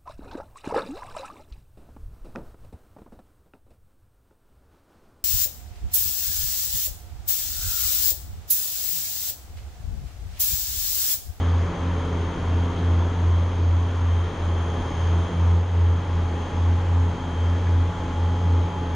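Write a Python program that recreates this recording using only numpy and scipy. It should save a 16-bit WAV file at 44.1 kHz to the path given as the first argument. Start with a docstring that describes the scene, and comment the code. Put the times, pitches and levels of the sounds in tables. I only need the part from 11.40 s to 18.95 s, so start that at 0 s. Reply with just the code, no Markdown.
"""Three compressors of a row of freezer cabinets throb in a small shop: nearly equal tones that beat together.
Fans drone over the shaped noise of the air they move; motor drives whine in narrow tones with weak sidebands.
Three tones sing out in places, and a few faint ticks are short bursts of filtered noise.
The microphone is carried slowly past, so levels follow its distance and the room's standing waves.
"""
import sys
import numpy as np
from scipy import signal
from scipy.fft import rfft, irfft, next_fast_len
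from scipy.io import wavfile
from scipy.ndimage import uniform_filter1d, map_coordinates

SR = 44100
rng = np.random.default_rng(int(sys.argv[2]) if len(sys.argv) > 2 else 0)


def master(y):
    """Save y as 16-bit WAV."""
    cut = np.clip(np.atleast_2d(y).T, -1, 1)
    pcm = np.round(cut * 32767)  # scale
    wavfile.write(sys.argv[1], SR, pcm.astype(np.int16))


N = 332955  # length in samples

# Faint ticks. Each row: start in seconds, level in dB, centre in Hz, width in octaves, 60 dB decay in seconds.
TICKS = [(.648, -62, 7500, .45, 0.2), (3.778, -61, 7400, .15, .14), (6.265, -32, 1700, 0.28, .06)]

# Steady tones of fan shafts, mains hum and ringing panels. Each row: frequency in Hz, level in dB.
DRONES = [(25.2, -57), (36.2, -42), (72.5, -47.5), (120, -46), (157, -49), (519, -55), (568.5, -53),
          (605.5, -67), (805.5, -52)]
# Moving air near the outlets; only departures from the mean act. 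Each row: time in seconds, level in dB.
OUTLET_LEVEL = [(0.1, -38), (0.14, -39), (1.54, -39), (2.25, -40.5), (3.6, -38.5), (4.1, -39.5),
                (4.19, -41.5), (5.24, -39.5), (5.81, -40.5), (6.02, -39.5), (7.22, -40.5), (7.4, -40.5)]
# Low rumble of the air. Each row: time in seconds, level in dB.
RUMBLE_LEVEL = [(0, -33.5), (1.2, -32.5), (2.45, -36), (3.8, -32.5), (4.35, -36), (4.9, -34.5), (6.5, -35),
                (7.15, -33.3), (7.55, -34.5)]
# Relative spectra of the three air noises. Each row: frequency in Hz, density in dB per Hz.
RUMBLE_SPECTRUM = [(10, -21.5), (22, 3.5), (60, -3), (120, 2), (150, -1), (205, -3.5), (230, 0),
                   (255, -2.5), (300, 0), (380, -3), (440, -2), (530, -5), (640, -9.5), (800, -12),
                   (1500, -58), (3000, -120)]
RUSH_SPECTRUM = [(100, -120), (400, -33), (700, -4.5), (800, -8.5), (920, 0), (1200, -4.5), (1450, -8.5),
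                 (2100, -13.5), (2800, -19.5), (4000, -29.5), (8000, -76), (12000, -120)]
HISS_SPECTRUM = [(1500, -25), (2800, -6), (3200, 0), (3700, -5), (5000, -10.5), (6000, -12.5), (6450, -7),
                 (7000, -15), (7600, -18), (8400, -25.5), (9550, -23.5), (10600, -31), (12400, -37),
                 (14500, -50)]
RUSH_DB, RUSH_FOLLOWS = -38.5, 1.1  # level at mean nearness in dB, dB per dB of nearness
HISS_DB, HISS_FOLLOWS = -51.5, .9

# Two fans' blade tones and a drive tone that sing out in places. Each entry: frequency in Hz.
SINGING_HZ = [831.8, 846.8, 7316]
# Places where they escape the cabinets. Each row: index of the tone, time of nearest approach in seconds,
# half length in seconds, level at nearest approach in dB.
PASSES = [(0, 3.35, .22, -45.5), (0, 5.1, 0.37, -45.5), (1, 4.8, 0.23, -47), (1, 7.13, 0.65, -39.5),
          (2, 6.1, 0.88, -70)]

# Switching tones of the motor drives, mostly near multiples of the switching rate.
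# Each row: frequency in Hz, level in dB before the common gain of the whine.
WHINES = [(1705, -62.5), (1726, -63.5), (3064, -67), (3102, -64), (3136, -76.5), (3151, -74), (3172, -55.5),
          (3228, -59.5), (3246, -78), (3260, -68.5), (3304, -64.5), (3354, -61.5), (3402, -73.5),
          (6272, -76.5), (6304, -68), (6380, -72), (6405, -73.5), (6430, -66), (6454, -73), (6506, -70),
          (6561, -68), (7012, -76.5), (9310, -92), (9507, -85.5), (9582, -86.5), (9607, -84), (9709, -87)]
SWITCHING_HZ = 3202
WHINE_DB, WHINE_FOLLOWS = -0.05, 1.4  # mean gain in dB, dB per dB of nearness
WANDER_CYCLES = 0.28  # unsteadiness of phase
# Where the drives are loudest: time in s, half length in s, lift in dB at the switching rate.
DRIVES_NEAREST_S, DRIVES_HALF_S, DRIVES_LIFT_DB = 3.4, .55, 1.5

COMPRESSOR_HZ = 86.55  # the steady machine
# Fundamentals along the row. Each row: time in seconds, slow machine in dB, steady machine in dB.
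HUM = [(0, -26.5, -28), (2.5, -29, -25.5), (3.8, -24, -24.5), (5, -28, -24), (7.55, -29, -25)]
FAST_HUM_DB = -27
# Overtones. Each row: multiple, mean level of the slow, the steady and the fast machine, each in dB.
OVERTONES = [(2, -46, -40.5, -51), (3, -56, -43.5, -48), (4, -58, -57.5, -63), (5, -55.5, -52.5, -51.5)]
# How far the slow machine runs under the steady one. Each row: time in seconds, difference in Hz.
SLOW_LAG = [(0, 2.06), (1.7, 2.49), (3, 2.2), (5, 2.64), (7.55, 2.57)]
# How far the fast machine runs over it. Each row: time in seconds, difference in Hz.
FAST_LEAD = [(0, .59), (2, .27), (4, .55), (6, 1.27)]
SLOW_TROUGH_S, FAST_TROUGH_S = .43, .67  # first antiphase with the steady machine
# Standing waves that lift or sink an overtone.
# Each row: multiple, time in seconds, half length in seconds, change in dB before its mean is removed.
STANDING = [(2, .6, .5, 3), (2, 2.5, .5, -2), (2, 3.86, .33, 6), (2, 5.5, 0.083, -6), (2, 5.5, .16, 4),
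            (2, 7.1, .35, 3), (3, 3.85, 1.3, -7)]

# Likeness of the two channels. Each row: frequency in Hz, left-right correlation.
ALIKE = [(60, 1), (130, 1), (290, .98), (620, .85), (1360, .84), (2960, .73), (5000, .87), (8000, .74),
         (14000, .8)]
# Balance of the scene. Each row: frequency in Hz, left minus right in dB.
LEFTWARD = [(100, 0), (200, 0), (370, .9), (680, 0), (1250, 1.9), (2300, 1.6), (4000, 1), (12000, 1.4)]
TOP_HZ = 14700  # band limit


def amp(db):
    """Level law: twenty decibels are a factor of ten in amplitude."""
    return 10 ** (np.asarray(db) / 20)


def unit(x):
    """Normalisation: x scaled to rms 1."""
    return x / np.sqrt(np.mean(x ** 2) + 1e-20)


def clock():
    """Sampling: the time of every sample in seconds."""
    return np.arange(N) / SR


def along(points, hz):
    """Logarithmic frequency scale: (Hz, value) points interpolated at hz."""
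    point_hz, values = np.transpose(points)
    return np.interp(np.log(hz + 1), np.log(point_hz + 1), values)


def curves(rows):
    """Linear interpolation in time: one curve for each column after the time."""
    s, *columns = np.transpose(rows)
    return [np.interp(clock(), s, column) for column in columns]


def bump(s, half_s):
    """Gaussian envelope: a smooth rise to 1 at s, down to 1/e at half_s either side."""
    return np.exp(-((clock() - s) / half_s) ** 2)


def wobble(rate):
    """Band-limited random motion: a smooth curve through rate random knots a second."""
    coarse = np.linspace(0, N / SR, 800)
    knots = rng.standard_normal(400)
    smooth = map_coordinates(knots, [coarse * rate], mode="wrap")
    return np.interp(clock(), coarse, smooth)


def filtered(x, response):
    """Linear filtering: the spectrum of x multiplied by a response of frequency."""
    m = next_fast_len(N + SR // 4)
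    spectrum = rfft(x, m) * response(np.fft.rfftfreq(m, 1 / SR))
    return irfft(spectrum, m)[..., :N]


def spread(hz):
    """Interchannel correlation: the shares of mid and side sound that give it at hz."""
    turn = np.arccos(np.clip(along(ALIKE, hz), -1, 1)) / 2
    return np.array([np.cos(turn), np.sin(turn)])


def left_right(mid, side):
    """Sum and difference: mid and side sound turned into left and right."""
    return np.array([mid + side, mid - side])


def tone(cycles, hz, diffuse, rate):
    """Interference: a direct stereo tone plus reflections that shift as the microphone moves; rms about 1."""
    angle = 2 * np.pi * (cycles + rng.random())
    sine, cosine = np.sin(angle), np.cos(angle)

    def echo():
        """Reflection: the tone with a wandering amplitude and phase."""
        return sine * wobble(rate) + cosine * wobble(rate)

    centre, width = spread(hz)
    mid = centre * unit(sine + diffuse * echo())
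    side = width * unit(echo())
    return left_right(mid, side)


def air(spectrum, patchy_db):
    """Turbulence: stereo noise of rms 1 with eddies as patches of random gain in time and frequency."""
    z = signal.stft(rng.standard_normal((2, N)), nperseg=512)[2]
    field = rng.standard_normal(z.shape[1:])
    field = uniform_filter1d(field, size=5, axis=0)  # across frequency bins
    field = uniform_filter1d(field, size=16, axis=1)  # across time frames
    pair = signal.istft(z * amp(patchy_db * unit(field)), nperseg=512)[1][:, :N]
    mid, side = filtered(pair, lambda hz: amp(along(spectrum, hz)) * spread(hz))
    return unit(left_right(mid, side))


def nearness_db():
    """Proximity: how far the level near the outlets departs from its mean at each moment."""
    db, = curves(OUTLET_LEVEL)
    return db - db.mean()


def ticks():
    """Exponential decay: light contacts as soft-edged noise bursts in one band that die quickly in the room."""
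    out = np.zeros((2, N))
    for s, db, centre_hz, octaves, t60 in TICKS:
        def band(hz):
            """Resonance: a Gaussian band on an octave scale."""
            distance = np.log2((hz + 1) / centre_hz) / octaves
            return np.exp(-.5 * distance ** 2) * spread(hz)

        mid, side = filtered(rng.standard_normal((2, N)), band)
        age = np.maximum(clock() - s, 0)
        onset = 1 - np.exp(-age / 0.0039)
        decay = amp(db - 60 * age / t60)
        out += onset * decay * unit(left_right(mid, side))
    return out


def moving_air():
    """Broadband flow noise: rumble, rush and hiss, the last two rising near the outlets."""
    near_db = nearness_db()
    low_db, = curves(RUMBLE_LEVEL)
    rumble = amp(low_db) * air(RUMBLE_SPECTRUM, patchy_db=0.55)
    rush = amp(RUSH_DB + RUSH_FOLLOWS * near_db) * air(RUSH_SPECTRUM, patchy_db=0.56)
    hiss = amp(HISS_DB + HISS_FOLLOWS * near_db) * air(HISS_SPECTRUM, patchy_db=1.1)
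    return rumble + rush + hiss


def drones():
    """Periodic excitation: fan shafts, mains hum and panels sound steady tones, altered by reflections."""
    return sum(amp(db) * tone(hz * clock(), hz, diffuse=0.19, rate=3.04) for hz, db in DRONES)


def singing():
    """Inverse square law: each tone's power falls with distance from where it escapes the cabinets."""
    out = 0
    for index, hz in enumerate(SINGING_HZ):
        power = 0
        for which, s, half_s, db in PASSES:
            if round(which) == index:
                # 1 keeps the power finite at the nearest point
                power = power + amp(db) ** 2 / (1 + ((clock() - s) / half_s) ** 2)
        out = out + np.sqrt(power) * tone(hz * clock(), hz, diffuse=0.11, rate=5.8)
    return out


def whine_gain(hz):
    """Directivity: whine swells near the outlets and by the drives, where higher tones gain more as they beam."""
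    drives_db = DRIVES_LIFT_DB * hz / SWITCHING_HZ * bump(DRIVES_NEAREST_S, DRIVES_HALF_S)
    db = WHINE_FOLLOWS * nearness_db() + drives_db
    return amp(WHINE_DB + db - db.mean())


def switching_tones():
    """Standing waves: each line of the drives' whine flutters as the microphone moves among them."""
    lines = 0
    for hz, db in WHINES:
        cycles = hz * clock() + WANDER_CYCLES * wobble(3)
        lines = lines + amp(db) * whine_gain(hz) * tone(cycles, hz, diffuse=.35, rate=5)
    return lines


def sidebands():
    """Modulation: many weak steady tones gather round switching multiples and weaken with each multiple."""
    out = 0
    for multiple in (1, 2, 3):
        cluster = 0
        for offset, strength in rng.standard_normal(size=(20, 2)):
            hz = multiple * SWITCHING_HZ + 300 * offset
            channel_phase = rng.normal(0, .5, (2, 1))  # radians
            angle = 2 * np.pi * (hz * clock() + rng.random()) + channel_phase
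            db = -66 - 8.8 * multiple + 1.3 * strength
            cluster = cluster + amp(db) * np.sqrt(2) * np.sin(angle)
        out = out + whine_gain(multiple * SWITCHING_HZ) * cluster
    return out


def slip(difference, trough_s):
    """Phase as integrated frequency: cycles of drift from the steady machine, half a cycle at trough_s."""
    cycles = np.cumsum(curves(difference)[0]) / SR
    return cycles - np.interp(trough_s, clock(), cycles) + .5


def standing_db(multiple):
    """Room modes: the lifts and dips that standing waves give one overtone along the way."""
    return sum(db * bump(s, half_s) for k, s, half_s, db in STANDING if round(k) == multiple)


def compressors():
    """Beating: three machines turn at slightly different rates, so their summed hum swells and sinks."""
    steady = COMPRESSOR_HZ * clock() + rng.random()
    slow = steady - slip(SLOW_LAG, SLOW_TROUGH_S)
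    fast = steady + slip(FAST_LEAD, FAST_TROUGH_S)
    machines = [slow, steady, fast]
    hum = 0
    for db, turns in zip([*curves(HUM), FAST_HUM_DB], machines):
        hum = hum + amp(db) * np.sqrt(2) * np.sin(2 * np.pi * turns)
    for multiple, *levels in OVERTONES:
        k = round(multiple)
        lift_db = standing_db(k)
        lift_db = lift_db - np.mean(lift_db)
        for db, turns in zip(levels, machines):
            overtone = tone(k * turns, k * COMPRESSOR_HZ, diffuse=0.15, rate=1.17)
            hum = hum + amp(db + lift_db) * overtone
    return hum


def scene():
    """Superposition: all sources add, then a level difference sets the cabinets a little to the left."""
    shop = ticks() + moving_air() + drones() + singing() + switching_tones() + sidebands() + compressors()
    return filtered(shop, lambda hz: amp(np.outer([.5, -.5], along(LEFTWARD, hz))))


def record(dry):
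    """Band limitation: nothing passes at or above the top frequency."""
    return filtered(dry, lambda hz: hz < TOP_HZ)


dry = scene()
out = record(dry)
master(out)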